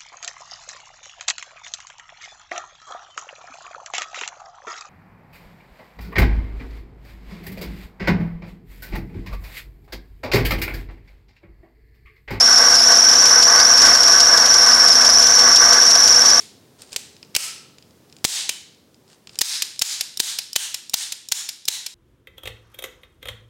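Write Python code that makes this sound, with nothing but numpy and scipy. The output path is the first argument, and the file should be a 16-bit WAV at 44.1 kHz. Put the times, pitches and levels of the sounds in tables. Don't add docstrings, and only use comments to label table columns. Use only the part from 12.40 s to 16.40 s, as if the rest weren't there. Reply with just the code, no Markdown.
import sys
import numpy as np
from scipy import signal
from scipy.fft import rfft, irfft, next_fast_len
from scipy.io import wavfile
from scipy.ndimage import uniform_filter1d, minimum_filter1d, map_coordinates

SR = 44100
rng = np.random.default_rng(int(sys.argv[2]) if len(sys.argv) > 2 else 0)


def transcribe(u):
    v = np.clip(np.atleast_2d(u).T, -1, 1)
    q = np.round(v * 32767).astype(np.int16)
    wavfile.write(sys.argv[1], SR, q)


N = 176400

# pitch_hz, level_db
DRONE_PARTIALS = [(53.8, -48.5), (79, -58), (107.7, -54), (158, -56.5), (186, -63), (212, -52.5),
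                  (244, -43), (268, -51.5), (320, -50.5), (502, -49.5), (686, -40.5), (1534, -51)]
# frequency_hz, gain_db
RUSH_EQ = [(20, -27), (38, -24), (65, -6), (130, -10.5), (250, -3), (600, 2), (1200, 3.5), (2200, 2),
           (3000, -3), (5000, -6.5), (9000, -16), (16000, -44)]
# frequency_hz, gain_db
TICK_EQ = [(500, -5), (1500, -9), (4000, 1), (8000, 3), (15000, -22)]
# time_s, level_db
GRIND_SWELLS = [(0, -20.5), (.05, -24.5), (.09, -20.5), (.33, -19), (.38, -24.5), (.45, -21.5), (.7, -24.5),
                (.85, -23), (.97, -19), (1.04, -28.5), (1.09, -16), (1.2, -18.5), (1.35, -22),
                (1.45, -17.5), (1.58, -20), (1.68, -24), (1.75, -18.5), (1.81, -23.5), (1.95, -17.5),
                (2.05, -22.5), (2.18, -23), (2.22, -20.5), (2.46, -19.5), (2.51, -24), (2.58, -21),
                (2.83, -25), (3.1, -19.5), (3.18, -26.5), (3.22, -16), (3.33, -19), (3.45, -21),
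                (3.58, -21), (3.64, -25.5), (4, -22.5)]
# pitch_hz, width_hz, gain_db
HOUSING_MODES = [(369, 12.3, -9.5), (486.3, 17.4, -1.5), (573.4, 24, -6), (684.2, 33.4, 0), (766, 54, -5),
                 (870, 34, -3), (1002, 30, -1), (1095, 62, -2), (1160, 27.5, 2), (1217, 21, -0.5),
                 (1330, 85, -5), (1463, 51, 1), (1542.5, 35, 5), (1617, 38, 0), (1686, 61, 0),
                 (1950, 79, -7), (2170, 80, -11)]
# frequency_hz, gain_db
RUB_EQ = [(1500, -19), (2500, -12), (3400, -5), (4000, -6), (4450, 1.5), (4530, -16.5), (4630, 8),
          (4750, 0), (5100, 5), (5900, 7), (6250, -1.5), (6420, 6), (6600, -2.5), (6760, 3), (6980, -5),
          (7600, -6), (8600, -12.5), (9800, -9), (10600, -13), (11300, -10), (13000, -22), (16000, -27)]
# time_s, relative_rasp_db, sag_hz
PUMP_CATCHES = [(0.01, -24, 202), (0.181, -25, 70), (0.354, -24, 241.5), (.397, -30, 340),
                (.52, -22.5, 88.5), (.565, -32, 332), (0.691, -25, 38), (.735, -28, 159),
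                (0.857, -20, 71.5), (1.03, -18.5, 39.5), (1.199, -19.5, 12), (1.378, -20.5, 95),
                (1.42, -21, 125.5), (1.463, -21, 48), (1.553, -23, 2), (1.636, -19.5, 202),
                (1.682, -22.5, 25), (1.724, -25, 20), (1.804, -18, 257), (1.977, -18.5, 202),
                (2.06, -22.5, 163.5), (2.144, -22, 220.5), (2.315, -26, 74.5), (2.485, -22, 235),
                (2.53, -30, 339.5), (2.652, -21, 95), (2.698, -33, 333.5), (2.822, -26, 50),
                (2.868, -28, 163.5), (2.992, -19, 64.5), (3.162, -19.5, 38.5), (3.331, -18, -8),
                (3.511, -21, 102), (3.555, -22, 132), (3.678, -20, 279), (3.861, -21, 50),
                (3.903, -25, 340)]
# time_s, pitch_hz
SQUEAL_PITCH = [(0, 5434), (.2, 5473), (.4, 5456), (.7, 5480), (1.1, 5500), (1.4, 5504), (1.7, 5530),
                (2.0, 5486), (2.2, 5450), (2.55, 5457), (2.85, 5485), (3.25, 5505), (3.6, 5516), (4, 5525)]
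# time_s, rise_hz
FLICK_DEPTH = [(0, 152.4), (.38, 150), (.47, 332), (.8, 330), (1.3, 261.4), (1.55, 90.4), (1.85, 100.5),
               (2.05, 229.1), (2.5, 149), (2.6, 329.3), (2.95, 330), (3.45, 250), (4, 240)]
# time_s, dip_db
SQUEAL_DIPS = [(.24, 8), (.403, 2), (0.747, 10), (.9, 3), (1.519, 7), (1.592, 7), (1.91, 6), (1.957, 7),
               (1.99, 9), (2.037, 6), (2.078, 6), (2.372, 7), (2.881, 7), (3.032, 5), (3.84, 5)]
# pitch_hz, width_hz, gain_db
PULLEY_MODES = [(4450, 55, 5.5), (4960, 106, -4.5), (5138, 99, -2), (5398, 58, -2.5), (5478, 69, 1),
                (5560, 91, 0), (5650, 126, -2.5), (5858, 73, -2.5), (5912, 72, -3), (6100, 75, -8.5),
                (6210, 66, -4), (6850, 77, 9)]
# frequency_hz, gain_db
OCTAVE_EQ = [(9000, -6), (9900, 11), (10250, -3), (10550, 6.5), (10900, -5), (11250, -6), (11450, -23),
             (12000, -24), (13000, -18)]

FIRING_HZ, FIRING_AT_S, PUMP_TURNS_PER_FIRING = 23.44, 2.992, .75
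RUSH_DB, DRONE_WAVER_DB, DRONE_DRIFT_HZ = -30, 2.5, 1.31
TICK_DB, TICK_SCATTER_DB, TICK_DECAY_S = -35.5, 2, .0022
GRIND_REST_DB, GRIND_TRIM_DB, GRIND_FLUTTER_DB, GRIND_SPLIT_HZ = -21.5, -.19, 1.5, 940
RUB_DB, RUB_PULSE_DB, RUB_CHATTER_DB, RUB_GRAINS_PER_S = -21.5, .5, 1.4, 12000
CATCH_RISE_S, CATCH_FALL_S, SAG_S, RASP_BOOST_DB, RASP_TOP_HZ = .0041, .0098, .007, 7.5, 9100
FLICK_SCATTER, WANDER_HZ, JITTER_HZ, JITTER_PER_S = .35, 30, 105, 560
STRAND_HZ, STRAND_JITTER_HZ, STRAND_DB = 5830, 150, -8.5
STUTTER_HZ, STUTTER_SPREAD, STUTTER_DB, CHATTER_DB = 188.6, .3, 5, 3.2
SLIP_RADIANS, SATURATE_S, SATURATE_KNEE = .75, .022, .7
SQUEAL_DB, TURN_DB, FALTER_S, OCTAVE_DB, OCTAVE_CHATTER_DB = -10.5, .6, .0065, -27.5, 3
RISE_AT_S, RISE_S, RISE_HIGH_DB, RISE_LOW_DB = 1.464, .061, 3, 6


def amp(db):
    return 10 ** (np.asarray(db) / 20)


def unit(x):
    return x / np.sqrt(np.mean(x ** 2) + 1e-20)


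def clock():
    return np.arange(N) / SR


def curve(rows):
    return np.interp(clock(), *np.transpose(rows))


def wobble(per_s):
    return map_coordinates(rng.standard_normal(int(N * per_s / SR) + 4), [clock() * per_s])


def filtered(x, response):
    size = next_fast_len(N + SR // 4)
    return irfft(rfft(x, size) * response(np.fft.rfftfreq(size, 1 / SR)), size)[:N]


def coloured(x, eq):
    points_hz, db = np.transpose(eq)
    return unit(filtered(x, lambda hz: amp(np.interp(np.log(hz + 1), np.log(points_hz), db))))


def ring(x, modes):
    def response(hz):
        return sum((-1) ** k * amp(db) * 1j * hz * width / (pitch ** 2 - hz ** 2 + 1j * hz * width)
                   for k, (pitch, width, db) in enumerate(modes))
    return unit(filtered(x, response))


def grains(per_s):
    return rng.standard_normal(N) * (rng.random(N) < per_s / SR)


def firing_angle():
    return 2 * np.pi * FIRING_HZ * (clock() - FIRING_AT_S)


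def engine_bay(x, t60_s=.04, wet_db=-8):
    t = np.arange(SR // 10) / SR
    tail = rng.standard_normal(len(t)) * amp(-60 * t / t60_s) * (t > .001)
    echo = unit(signal.fftconvolve(x, tail)[:N])
    return unit(unit(x) + amp(wet_db) * echo)


def engine_drone():
    hum = np.zeros(N)
    for hz, db in DRONE_PARTIALS:
        level = amp(db + DRONE_WAVER_DB * wobble(12))
        hum += level * np.sin(2 * np.pi * np.cumsum(hz + DRONE_DRIFT_HZ * wobble(10)) / SR)
    return np.sqrt(2) * hum + amp(RUSH_DB) * coloured(rng.standard_normal(N), RUSH_EQ)


def valve_ticks():
    beats = 2 * FIRING_HZ * clock()
    strengths = amp(TICK_DB + TICK_SCATTER_DB * rng.standard_normal(int(beats[-1]) + 1))
    age_s = (beats % 1) / (2 * FIRING_HZ)
    envelope = strengths[beats.astype(int)] * np.exp(-age_s / TICK_DECAY_S)
    return envelope * coloured(rng.standard_normal(N), TICK_EQ)


def bearing_grind(low_share=.39):
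    contacts = grains(per_s=9000) * amp(GRIND_FLUTTER_DB * wobble(55))
    body = ring(contacts, HOUSING_MODES)
    lows = filtered(body, lambda hz: 1 / (1 + (hz / GRIND_SPLIT_HZ) ** 6))
    swell_db = curve(GRIND_SWELLS) - GRIND_REST_DB
    swelling = amp(low_share * swell_db) * lows + amp(swell_db) * (body - lows)
    return amp(GRIND_REST_DB + GRIND_TRIM_DB) * swelling


def pump_rasp():
    t = clock()
    flare = sum(amp(db) * np.exp(-np.maximum((s - t) / CATCH_RISE_S, (t - s) / CATCH_FALL_S) ** 2)
                for s, db, _ in PUMP_CATCHES)
    grit = coloured(grains(RUB_GRAINS_PER_S), RUB_EQ)
    scrape = filtered(grit, lambda hz: 1 / np.sqrt(1 + (hz / RASP_TOP_HZ) ** 4))
    rub_db = RUB_DB + RUB_PULSE_DB * np.cos(firing_angle() - 1) + RUB_CHATTER_DB * wobble(300)
    rub = amp(rub_db) * coloured(grains(RUB_GRAINS_PER_S), RUB_EQ)
    return amp(RASP_BOOST_DB) * flare * scrape + rub


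def squeal_pitch(lead_radians=1.59):
    sag = sum(hz * np.exp(-((clock() - s) / SAG_S) ** 2) for s, _, hz in PUMP_CATCHES)
    pulse = ((1 + np.cos(firing_angle() + lead_radians)) / 2) ** 2
    flick = curve(FLICK_DEPTH) * (1 + FLICK_SCATTER * wobble(23)) * pulse
    return curve(SQUEAL_PITCH) + flick - sag + WANDER_HZ * wobble(70) + JITTER_HZ * wobble(JITTER_PER_S)


def upper_strand():
    phase = 2 * np.pi * np.cumsum(STRAND_HZ + STRAND_JITTER_HZ * wobble(JITTER_PER_S)) / SR
    return amp(STRAND_DB) * unit(curve(FLICK_DEPTH)) * np.sin(phase)


def pump_squeal():
    phase = 2 * np.pi * np.cumsum(squeal_pitch()) / SR + SLIP_RADIANS * wobble(520)
    stutter = np.sin(2 * np.pi * np.cumsum(STUTTER_HZ * (1 + STUTTER_SPREAD * wobble(120))) / SR)
    bursts = amp(STUTTER_DB * stutter + CHATTER_DB * wobble(330))
    tone = engine_bay(ring(bursts * (np.sin(phase) + upper_strand()), PULLEY_MODES))
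    power = np.abs(uniform_filter1d(tone ** 2, int(SATURATE_S * SR)))
    capped = unit(tone / np.sqrt(power + SATURATE_KNEE))
    octave = amp(OCTAVE_CHATTER_DB * wobble(140)) * np.sin(2 * phase)
    sheen = amp(OCTAVE_DB) * coloured(engine_bay(octave), OCTAVE_EQ)
    dip_db = sum(db * np.exp(-((clock() - s) / FALTER_S) ** 2) for s, db in SQUEAL_DIPS)
    turn_db = TURN_DB * np.cos(PUMP_TURNS_PER_FIRING * firing_angle() + 2.9)
    return amp(SQUEAL_DB + turn_db - dip_db) * (capped + sheen)


def scene():
    rise = np.exp(-((clock() - RISE_AT_S) / RISE_S) ** 4)
    highs = amp(RISE_HIGH_DB * rise) * (pump_squeal() + pump_rasp() + valve_ticks())
    bed = amp(RISE_LOW_DB * rise) * engine_drone()
    return (highs + bed + bearing_grind())[None]


def record(dry, ceiling=1, limiter_s=.0025, top_hz=15900):
    window = int(limiter_s * SR)
    needed_gain = np.minimum(1, ceiling / (np.abs(dry[0]) + 1e-9))
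    gain = uniform_filter1d(minimum_filter1d(needed_gain, window), window)
    return filtered(dry[0] * gain, lambda hz: hz < top_hz)[None]


dry = scene()
out = record(dry)
transcribe(out)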